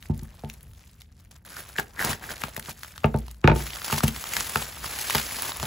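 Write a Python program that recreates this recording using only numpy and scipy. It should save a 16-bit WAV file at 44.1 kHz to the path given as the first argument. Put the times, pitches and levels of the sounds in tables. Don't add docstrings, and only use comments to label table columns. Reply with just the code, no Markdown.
import sys
import numpy as np
from scipy import signal
from scipy.fft import rfft, irfft
from scipy.io import wavfile
from scipy.ndimage import uniform_filter1d

SR = 44100
rng = np.random.default_rng(int(sys.argv[2]) if len(sys.argv) > 2 else 0)


def dump(signal):
    limited = np.clip(np.atleast_2d(signal).T, -1, 1)
    pcm = np.round(limited * 32767).astype(np.int16)
    wavfile.write(sys.argv[1], SR, pcm)


def invert_db(level):
    return 10 ** (np.asarray(level, dtype=float) / 20)


N = 249606
SECONDS = np.arange(N) / SR
TRAVEL_S = 0.007
FIRST_S = 0.00139


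def evened(x):
    return x / np.sqrt(np.mean(x ** 2) + 1e-20)


def read(points, hz):
    f, value = np.transpose(points)
    return np.interp(np.log(hz + 1), np.log(f + 1), value)


def follow(points):
    return np.interp(SECONDS, *np.transpose(points))


def add(mix, s, sound):
    part = mix[..., round(s * SR):][..., :sound.shape[-1]]
    part += sound[..., :part.shape[-1]]


def coloured(x, points):
    return irfft(rfft(x) * invert_db(read(points, np.fft.rfftfreq(len(x), 1 / SR))), len(x))


def band(x, lo_hz, hi_hz):
    return signal.sosfilt(signal.butter(2, [lo_hz, hi_hz], "band", fs=SR, output="sos"), x)


def noise_band(count, lo_hz, hi_hz):
    return evened(band(rng.standard_normal(count), lo_hz, hi_hz))


# [peak t/s, level/dB, rise t/s, fall t/s]
CUT_GESTURES = [(0.039, -53, 0.08, 0.17), (.184, -56.5, 0.1, 0.42), (0.374, -58.5, 0.23, 0.22),
                (.489, -54.5, 0.07, 0.41), (0.775, -57.5, 0.071, 0.51), (.878, -67, 0.033, 0.25),
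                (1.011, -55.5, 0.02, 0.02), (1.195, -60.5, 0.053, 0.15), (1.312, -55, 0.0083, 0.094),
                (1.362, -56, 0.032, 0.032), (1.453, -50, 0.0039, 1), (1.52, -49, 0.04, 0.15),
                (1.595, -39.5, 0.087, 0.092), (1.682, -46, 0.0058, 0.13), (1.797, -33, 0.04, 0.038),
                (2.002, -32, 0.032, 0.12), (2.05, -33, 0.035, 0.095), (2.11, -29.5, 0.11, 0.061),
                (2.241, -40.5, 0.039, 0.14), (2.308, -35, 0.049, 0.06), (2.447, -41.5, 0.17, 0.14),
                (2.574, -43, 0.072, 0.021), (2.699, -36, 0.086, 0.039), (2.824, -48, 0.25, 0.51)]
# [peak t/s, level/dB, rise t/s, fall t/s]
PULL_GESTURES = [(3.077, -61.5, 0.12, 0.62), (3.19, -54.5, 0.07, 0.093), (3.31, -57.5, 0.52, 0.1),
                 (3.445, -52, 0.023, 0.056), (3.566, -36.5, 0.033, 0.99), (3.851, -33, 0.012, 0.062),
                 (3.94, -28.5, 0.16, 0.093), (3.989, -30, 0.073, 0.029), (4.411, -34.5, 0.02, 0.093),
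                 (4.624, -28, .01, 0.012), (5.199, -24.5, 0.053, 0.014), (4.037, -23, 0.0062, 0.031),
                 (4.079, -29.5, 0.026, 0.039), (4.16, -38, 0.085, 0.43), (4.362, -31.5, 0.2, 0.32),
                 (4.58, -33.5, 0.54, 0.27), (4.848, -35, 0.041, 1), (5.144, -28.5, 0.39, 0.22),
                 (5.4, -36.5, 0.65, 0.37), (5.504, -31.5, 0.55, 0.016), (5.66, -33, 0.18, .2)]


def effort():
    swing_db, rest_db = 20, -86
    t = np.arange(0, N + 64, 64) / SR
    s, db, rise, fall = np.transpose(CUT_GESTURES + PULL_GESTURES)[..., None]
    before = (s - t) / np.maximum(rise, 0.002)
    after = (t - s) / np.maximum(fall, 0.002)
    away = np.where(t < s, before, after)
    power = invert_db(2 * (db - swing_db * away)).sum(0) + invert_db(2 * rest_db)
    return np.interp(SECONDS, t, 10 * np.log10(power))


def buckles(per_s=2500, spread_db=7.5):
    size = invert_db(spread_db * np.minimum(rng.exponential(1, N), 3.0))
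    size *= rng.random(N) < per_s / SR
    size *= rng.choice([-1., 1.], N)
    kind = rng.integers(0, 24, N)
    t = np.arange(200) / SR
    out = np.zeros(N)
    for k, hz in enumerate(np.geomspace(600, 15000, num=24)):
        grain = np.sin(2 * np.pi * hz * t) * np.exp(-t * hz / 1.3)
        out += signal.oaconvolve(size * (kind == k), evened(grain) * np.sqrt(hz))[:N]
    return evened(out)


# [f/Hz, level/dB]
FILM_TONE = [(150, 4.5), (400, 1), (900, 1), (1700, -0.5), (3000, -5), (6000, -8), (10000, -5.5),
             (15500, -9)]
# [t/s, level/dB]
FOLD_SIZE = [(0, -10.5), (.3, -1), (1.0, -13), (1.4, -2), (1.8, -3.5), (2.048, 4.5), (2.6, -2.5),
             (2.78, -10.5), (3.038, -7.5), (3.35, -4), (3.5, 0), (3.6, -6.5), (4.55, -5.5), (4.9, -6),
             (5.15, -8.5), (5.66, -3.5)]
# [t/s, level/dB]
HOLLOW = [(1.4, -34), (1.46, -6), (1.57, 11.5), (1.7, -18), (1.95, -19), (2.0, -26), (2.07, -20),
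          (2.12, -11), (2.2, -19), (2.3, -15), (2.75, -12), (3.0, -39)]


def rustle(clump_db=1.89, wash_db=3.0):
    clumps = evened(uniform_filter1d(uniform_filter1d(rng.standard_normal(N), 250), 250))
    level_db = effort()
    blur_db = wash_db + 0.32 * (level_db + 41.5)
    swarm = buckles() + invert_db(blur_db) * rng.standard_normal(N)
    swarm *= invert_db(clump_db * clumps) / np.sqrt(1 + invert_db(2 * blur_db))
    film = coloured(swarm, FILM_TONE)
    film /= np.std(band(film, 2500, 7000))
    low = signal.sosfiltfilt(signal.butter(1, 2000, fs=SR, output="sos"), film)
    body_db = follow(FOLD_SIZE) - 0.1859 * (level_db + 61.5)
    low_gain = invert_db(body_db) / np.std(band(low, 500, 2000))
    hollow = invert_db(follow(HOLLOW)) * band(low, 1250, 1990)
    return invert_db(level_db - 3.5) * (film - low + low_gain * (low + hollow))


def creased(creases, blunt=0):
    out = np.zeros(N)
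    t = np.arange(1500) / SR
    ms = 1000 * t
    give = 1 - np.exp(-ms / 0.5)
    for k, (s, db, hz, sharp_db) in enumerate(creases):
        cycles = 1.3 if 1.4 < s < 2.35 else 0.55
        u = t * hz / cycles
        ring = np.sin(2 * np.pi * hz * t) * u * np.exp(1 - u)
        crack = invert_db(sharp_db + 6.0) * noise_band(1500, 1500, 5000) * np.exp(-ms / 0.9)
        dull_db = -10 if k < blunt else 0
        edge = invert_db(1.1 * sharp_db + 6.5 + dull_db) * noise_band(1500, 3500, 16400) * np.exp(-ms / 0.8)
        shiver = invert_db(-20) * noise_band(1500, 0.16 * hz, min(2.2 * hz, 15000)) * np.exp(-ms / 3.6)
        add(out, s, invert_db(db - 13.0) * (ring + (crack + edge + shiver) * give))
    return out


# [t/s, peak level/dB, ring f/Hz, sharpness level/dB]
NICKS = [(.026, -24.5, 1970, -1.5), (.499, -16, 2770, -4), (1.018, -25, 2360, -0.5), (1.45, -30, 1570, -8),
         (1.763, -15, 1730, -5.5), (1.7834, -5.5, 3100, -22), (1.785, -1.5, 1700, -9.5),
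         (1.7955, -11.5, 764, -25), (1.797, -7, 1590, -15), (1.974, -21, 1620, -26), (1.993, -4, 1860, -30),
         (2.002, -5.5, 1570, -30), (2.0125, -4, 1760, -28), (2.025, -5, 1650, -26), (2.043, -13.5, 1030, 0),
         (2.074, -13.5, 750, -10), (2.131, -10, 1690, -3.5), (2.291, -13, 1590, -12),
         (2.305, -14, 1590, -23), (2.359, -24, 1840, 2), (2.38, -26.5, 1690, 4.5), (2.419, -10, 1840, -11),
         (2.437, -10.5, 930, 0.5), (2.483, -18, 700, -3.5), (2.565, -6.5, 1820, -6.5),
         (2.597, -15.5, 1960, -0.5), (2.659, -19.5, 2630, -0.5), (2.683, -19, 1250, -21),
         (2.694, -18.5, 810, -18), (2.833, -15.5, 1470, 0), (2.847, -17.5, 1370, -5),
         (2.979, -18.5, 1250, -3)]
# [t/s, peak level/dB, ring f/Hz, sharpness level/dB]
TUGS = [(3.035, -20, 1100, -30), (3.434, -29, 920, -26), (3.282, -22.5, 1010, -3.5),
        (3.313, -18, 6900, -17), (3.415, -30, 5300, -7), (3.4755, -8, 4440, -22), (3.667, -16, 1650, -2),
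        (3.705, -10, 3150, -8), (3.734, -9, 3120, -11), (3.769, -14.5, 1350, -6), (3.818, -14, 1380, -3),
        (3.845, -19, 800, 7), (3.9, -8.5, 1190, -10), (3.926, -2.5, 940, -4.5), (3.986, -5.5, 4700, -6),
        (4.006, -5, 1280, -10), (4.033, -8.5, 726, -7), (4.081, -2.5, 3080, -24), (4.151, -20, 1660, -8),
        (4.24, -10.5, 1220, -2), (4.336, -5.5, 2450, -1.5), (4.367, -4.5, 1640, 0), (4.407, 4.5, 6470, -20),
        (4.408, -7, 1310, -15)]
# [t/s, peak level/dB, ring f/Hz, sharpness level/dB]
PEELS = [(4.496, -18, 4100, -12), (4.558, 6, 1330, -11.5), (4.621, -13, 750, -9), (4.772, -18.5, 1130, -34),
         (4.844, -9, 1210, -21), (4.988, -11.5, 7300, 0), (5.0985, -3, 1090, -2.5), (5.107, -1, 2320, -5),
         (5.149, -1.5, 930, 1.5), (5.154, -2, 1660, 1.5), (5.182, 2, 4800, -8), (5.186, -6, 1540, -10),
         (5.449, -12.5, 1000, -20), (5.493, -12.5, 968, -5), (5.519, -10.5, 1100, -7),
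         (5.599, -13.5, 1040, 1.5), (5.629, -5.5, 1120, -12)]
# [t/s, peak level/dB, ring f/Hz, sharpness level/dB]
FLICKS = [(0.0574, -26.5, 2080, -14), (0.1928, -26, 6520, -15), (0.305, -43, 3120, 3),
          (0.393, -43, 4400, 5.5), (0.447, -36, 3260, 1.5), (0.4763, -44, 10700, -5),
          (0.482, -41, 2770, -17), (0.5384, -18, 11500, -28), (0.608, -29, 11900, -9),
          (0.7342, -40, 2580, 2), (0.839, -33.5, 2370, -12), (0.876, -29, 7530, -15),
          (1.0047, -32, 7210, -12), (1.0087, -42, 2500, 5), (1.125, -38, 5900, -18), (1.257, -42, 1880, -5),
          (1.3172, -27.5, 6920, -24), (1.3614, -39, 10500, -5), (1.4638, -21, 10800, -25),
          (3.0034, -34, 2670, -8), (3.115, -42, 2440, -12), (3.1607, -29, 11200, -14),
          (3.1873, -16, 11300, -19), (3.2, -47, 3180, -4), (3.2306, -50, 2850, -8),
          (3.266, -22, 11600, -22), (3.345, -37, 6750, -4)]
# [t/s, peak level/dB, ring f/Hz, sharpness level/dB]
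BITES = [(1.758, -22.5, 1720, -31), (1.8074, -35, 1360, -27), (1.8412, -32, 1640, -25),
         (1.9639, -35, 1500, -25), (1.9683, -32, 1630, -45.5), (1.982, -23, 1846, -25),
         (2.034, -19, 1570, -25), (2.048, -15, 1910, -25), (2.0588, -31, 1850, -25),
         (2.0824, -24, 2180, -25), (2.093, -25, 2020, -23), (2.0994, -36, 1620, -25),
         (2.108, -30, 1610, -25), (2.117, -31, 1660, -25), (2.124, -26, 1660, -25), (2.138, -35, 1640, -25)]
# [t/s, peak level/dB, ring f/Hz, sharpness level/dB]
PUCKERS = [(2.1954, -40, 1920, 5), (2.223, -32, 1580, -8), (2.2398, -22.5, 1690, -20),
           (2.367, -24, 2420, -5), (2.535, -34, 1490, -14), (2.5772, -24, 900, 2), (2.626, -29, 3120, 1),
           (2.6504, -31, 1420, 2.5), (2.743, -34, 7620, -9), (2.766, -37, 1740, -8),
           (2.885, -45, 2460, -12), (2.9402, -32, 1690, -13), (2.959, -33, 1400, -3),
           (3.7584, -24.5, 1240, 1.5), (3.8807, -20, 1028, 1), (3.9105, -17, 1210, 2),
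           (4.1625, -16.5, 2130, -4.5), (4.3234, -27, 2200, -15), (4.894, -27, 6700, -10),
           (5.215, -14, 2480, -16), (5.341, -30, 1750, -16), (5.564, -24, 990, 2)]


def snaps():
    dents = [(s + FIRST_S, db + mid_db + 2, 772, -59 + 0.58 * top_db)
             for s, db, mid_db, top_db, _ in BLOWS]
    small = [(s, db + 4, hz, sharp_db) for s, db, hz, sharp_db in FLICKS + BITES + PUCKERS]
    return creased(dents + NICKS + TUGS + PEELS + small, blunt=len(dents))


# [t/s, peak level/dB]
TICKS = [(0.177, -39), (0.2326, -38), (0.63, -39.5), (1.4504, -40), (1.7843, -38), (1.797, -24),
         (1.993, -35), (2.018, -25), (2.0468, -22), (2.0475, -19), (2.417, -30), (2.5651, -25),
         (2.595, -27.5), (3.058, -37), (3.162, -39), (3.3129, -36), (3.476, -29), (3.5508, -32),
         (3.847, -28), (3.9273, -19), (4.035, -21), (4.081, -19.5), (4.3345, -61.5), (4.3363, -21),
         (4.4947, -27), (4.555, -21), (5.012, -22.5), (5.1482, -40), (5.4217, -18.5), (5.5694, -27)]


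def ticks():
    out = np.zeros(N)
    ms = 1000 * np.arange(1500) / SR
    shape = np.exp(-ms / 1.4) * (1 - np.exp(-ms / 0.5))
    for s, db in TICKS:
        add(out, s, invert_db(db + 5.5) * noise_band(1500, 7700, 17000) * shape)
    return out


# [t/s, peak level/dB, ring f/Hz, sharpness
# level/dB]
MORE_CREASES = [(2.011, -16, 1720, -30), (2.074, -15, 2100, -12), (2.362, -22, 4500, -5),
                (2.687, -17, 1100, -17), (3.0385, -21, 1080, -27), (3.044, -10, 3570, -31),
                (3.1425, -9.5, 1250, -35), (3.4415, -7, 2540, -26), (3.4965, -15, 1490, -21),
                (3.5005, -4, 1090, -25), (3.5155, -8, 1800, -28), (3.903, -10, 1220, -10), (3.937, -21, 790, 1),
                (3.943, -9, 1200, -4), (3.98, -6.5, 990, -12), (4.396, -19, 2200, 2), (4.571, -10.5, 810, -0.5),
                (4.625, -16, 890, -1), (5.015, -5, 6500, -11), (5.174, -12, 2100, -18), (5.31, -13, 2200, -11),
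                (5.32, -17, 900, -15), (5.392, -17, 2300, -8), (5.422, -15.5, 1090, 2), (5.52, -5.5, 3700, -15),
                (5.629, -2, 5500, -14), (1.4975, -20, 11000, -13), (3.162, -26, 4200, -20),
                (3.485, -14, 3000, -16), (0.4365, -18, 700, -22), (5.654, -14, 2010, -2)]


def more_creases():
    return creased(MORE_CREASES)


def sweep():
    hz = np.fft.rfftfreq(2048, 1 / SR)
    delayed = irfft(np.exp(-4j * np.pi * TRAVEL_S * np.sqrt(200 * hz)))
    pulse = band(delayed, 526, 3820)[:800]
    return pulse / abs(pulse).max()


# [t/s, boom level/dB, knock level/dB above boom, tick level/dB above boom,
# ring length as a factor]
BLOWS = [(0.095, -14, -14, -34, 1.18), (0.106, -24, -13, -8, 1), (0.22, -30.5, -19, -27, 1),
         (0.435, -28, -1, -12, 1.55), (1.785, -26.5, 10, 21.5, 0.65), (2.043, -25, 2, -4, 0.77),
         (2.089, -27, -5, -8, 1.2), (2.435, -24.5, -2.5, 28.5, 0.54), (2.574, -30.5, 1.5, -3, 0.76),
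         (2.681, -33.5, -4, -4, 0.84), (3.042, -10, 1, 16.5, 1.01), (3.143, -14, -0.5, -5, 0.99),
         (3.441, -4, -7.5, 10, 0.99), (3.4744, -11, 10.5, 27, 0.61), (3.496, -7.5, -21, 12.5, 0.87),
         (3.515, -11.5, 1.5, 12, 0.79), (3.558, -20.5, -0.5, 9, 0.99), (3.601, -32.5, -5, 10, 1.6),
         (3.453, -20.5, -19, 16, 1.6), (3.484, -29, 0, 2, 0.56), (3.527, -21.5, -4, 12, 0.97),
         (3.925, -21, -1.5, 18, 1.54), (4.034, -8, -9, 9.5, 0.76), (4.079, -21, -8, 8, 0.88),
         (4.557, -25.5, 5.5, 20.5, 1.28), (5.148, -20.5, 6, 21, 0.94), (5.627, -28, 3.5, 3, 0.93)]
# [f/Hz, level/dB, fall by 60 dB t/s, extra level/dB under dropped scissors]
TABLE_TOP = [(58.8, -16, 0.67, 0.5), (93, 1.5, 0.1, -1), (144, 2.5, 0.099, -0.5), (221.9, -2.5, 0.13, -4.5),
             (351.3, -6.5, 0.053, 8), (411, 2.5, 0.057, 0), (464, -10.5, 0.062, 10.5), (601, -13, 0.1, -4),
             (684, -6.5, 0.073, -24), (776, -4, 0.075, -11), (887, -3, 0.086, 4), (1247, 2, 0.023, -3),
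             (2296, -11, 0.023, 1), (2720, 0.5, 0.013, -7)]
# [f/Hz, level/dB, fall by 60 dB t/s, extra level/dB under dropped scissors]
SHELL = [(1385, -21, 0.064, -1), (1476, -21, 0.07, 7.5), (1650, -25, 0.064, 5), (1795, -15, 0.035, 6),
         (2120, -20, 0.043, -11), (2360, -34, 0.06, -4), (2450, -29, 0.05, 12), (2540, -21, 0.069, -1),
         (3700, -20, 0.02, -1)]


def knocks(boom_db=-1.5, knock_db=-8.0, tick_db=-16.5, rise=0.91):
    out = np.zeros(N)
    t = np.arange(SR // 2) / SR
    hz, db, t60, drop_db = np.transpose(TABLE_TOP + SHELL)[..., None]
    late = TRAVEL_S * np.sqrt(200 / hz)
    swell = 1 - np.exp(-(t / (rise * late)) ** 3)
    for s, blow_db, mid_db, top_db, free in BLOWS:
        tune, turn, place = rng.random((3, len(hz), 1))
        upper_db = np.where(hz < 1100, knock_db + mid_db, tick_db + top_db)
        share_db = np.where(hz < 370, boom_db, upper_db)
        spot_db = 0.84 * (place - 0.5) + drop_db * (3.4 < s < 3.62)
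        ring = np.sin(2 * np.pi * (hz * (0.993 + 0.014 * tune) * (t - 2 * late) + 0.12 * turn))
        ring_db = blow_db + share_db + spot_db + db - 60 * t / (free * t60)
        add(out, s, (invert_db(ring_db) * swell * ring).sum(0))
        add(out, s, invert_db(blow_db + 1.8 * mid_db + 0.36 * top_db - 31.0) * sweep())
        rattle = invert_db(blow_db + top_db - 34.0 - 60 * t / 0.014) * noise_band(len(t), 940, 1600)
        rattle += invert_db(blow_db + mid_db - 14.0 - 60 * t / 0.11) * noise_band(len(t), 384, 863)
        rattle += invert_db(blow_db + 0.78 * top_db - 41.5 - 60 * t / 0.12) * noise_band(len(t), 1600, 3500)
        add(out, s + FIRST_S, rattle * (1 - np.exp(-t / 0.00022)))
    return out


# [f/Hz, level/dB]
RUMBLE_TONE = [(20, -26), (42, -4.5), (70, -2.5), (120, -10.5), (189, -16.5), (301, -28), (900, -43),
               (1300, -82)]
# [t/s, level/dB]
SHIFTS = [
    (.17, -41),
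    (.68, -51),
    (2.1, -68),
    (3.09, -41),
    (3.601, -45),
    (3.9, -63),
    (4.4, -47),
    (4.81, -48.5),
    (5.66, -36.5),
]


def rumble(hum_db=-54, shift_s=0.048):
    low = coloured(rng.standard_normal(N), RUMBLE_TONE)
    s, db = np.transpose(SHIFTS)[..., None]
    weight = invert_db(hum_db) + (invert_db(db) * np.exp(-abs(SECONDS - s) / shift_s)).sum(0)
    return weight * low / np.std(band(low, 61.4, 234))


# [f/Hz, fall by 60 dB t/s]
ROOM_DECAY = [(100, 0.42), (1000, 0.16), (4000, 0.14), (16000, 0.14)]


def room(x):
    taps = np.zeros((2, SR // 2))
    at = np.arange(100, SR // 2 - 20, 20) + rng.integers(0, 20, (2, (SR // 2 - 101) // 20))
    np.put_along_axis(taps, at, rng.choice([-1., 1.], at.shape), 1)
    hz, t, z = signal.stft(taps, SR, nperseg=128)
    fade = invert_db(-60 * t / read(ROOM_DECAY, hz)[:, None])
    tail = signal.istft(z * fade, SR, nperseg=128)[1]
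    echo = signal.fftconvolve(x[None], tail / np.linalg.norm(tail[0]), axes=1)[:, :N]
    wide = band(echo[0] - echo[1], 350, 16000)
    return echo.mean(0) + np.outer([0.5, -0.5], wide)


# [f/Hz, level/dB]
HUSH_TONE = [(200, 9), (1000, 3), (1600, -9), (16000, -11)]


def hush():
    return invert_db(-85) * evened(coloured(rng.standard_normal(N), HUSH_TONE))


def scene():
    hits = snaps() + ticks() + knocks()
    near = hits + rustle() + more_creases() + rumble() + hush()
    sides = invert_db(np.array([[0.4], [-0.4]]))
    return near * sides + invert_db(-11.0) * room(hits)


# [f/Hz, phase/radians]
PORT_LEAD = [(0, 0), (6900, 0), (17400, -5 * np.pi)]
# [f/Hz, likeness 0-1]
PORT_LIKENESS = [(100, .9995), (200, .99), (350, .87), (700, .72), (1500, .7), (5500, .7), (6700, .84),
                 (16000, .84)]


def two_ports(dry):
    hz, t, (left, right) = signal.stft(dry, SR, nperseg=512, noverlap=384)
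    same = np.clip(read(PORT_LIKENESS, hz), 0, 1)[:, None]
    folds = rng.standard_normal((2, len(t), len(hz)))
    folds = evened(uniform_filter1d(uniform_filter1d(folds, size=8, axis=1), size=6, axis=2))
    unlike = (0.96 * folds[0] + 1.15j * folds[1]).T * np.sqrt((1 - same) / (1 + same) / 2)
    turn = np.exp(0.5j * np.interp(hz, *np.transpose(PORT_LEAD)))[:, None]
    pair = np.array([left * (1 + unlike) * turn, right * (1 - unlike) / turn])
    return signal.istft(pair, SR, nperseg=512, noverlap=384)[1][:, :N]


def range_limits(ports):
    ports = signal.sosfilt(signal.butter(4, 42, "high", fs=SR, output="sos"), ports)
    low_pass = signal.firwin(255, 16800, window=("kaiser", 5), fs=SR)
    ports = signal.oaconvolve(ports, low_pass[None], "same")
    bent = np.sign(ports) * (0.6 + 0.3 * np.tanh((abs(ports) - 0.6) / 0.3))
    return np.where(abs(ports) < 0.6, ports, bent)


# [f/Hz, level/dB]
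WEAK = [(1400, -10), (5800, -9), (6400, -4.2), (16000, -4.2)]


def joint(ports, from_hz=1400, crest=9.0):
    pair = np.array([ports[0] + ports[1], ports[0] - ports[1]]) / 2
    hz, t, z = signal.stft(pair, SR, nperseg=1024, noverlap=768)
    rows, cols = np.arange(len(hz)) // 10, np.arange(len(t)) // 4
    power = np.add.reduceat(abs(z) ** 2, np.arange(0, len(hz), 10), axis=1)
    power = np.add.reduceat(power, np.arange(0, len(t), 4), axis=2)
    power = uniform_filter1d(power, 3, axis=2)
    edge = np.resize(np.diff(ports[0]), (power.shape[2], 1024))
    peak, usual = abs(edge).max(1), edge.std(1)
    steady = peak < np.where(usual < 0.003, 0.74, 1) * crest * usual
    limit = invert_db(2 * read(WEAK, hz[::10]))[:, None]
    weak = (power < limit * power[::-1]) & steady
    z = z * ~(weak[:, rows][:, :, cols] & (hz > from_hz)[:, None])
    dull = peak < 1.27 * crest * usual
    z = z * ~((hz > 15800)[:, None] & dull[cols])
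    total, differ = signal.istft(z, SR, nperseg=1024, noverlap=768)[1][:, :N]
    return np.array([total + differ, total - differ])


def top_cut(x):
    return signal.sosfilt(signal.butter(12, 16980, fs=SR, output="sos"), x)


def record(dry):
    mix = joint(range_limits(two_ports(dry)))
    return top_cut(mix)


dry = scene()
out = record(dry)
dump(out)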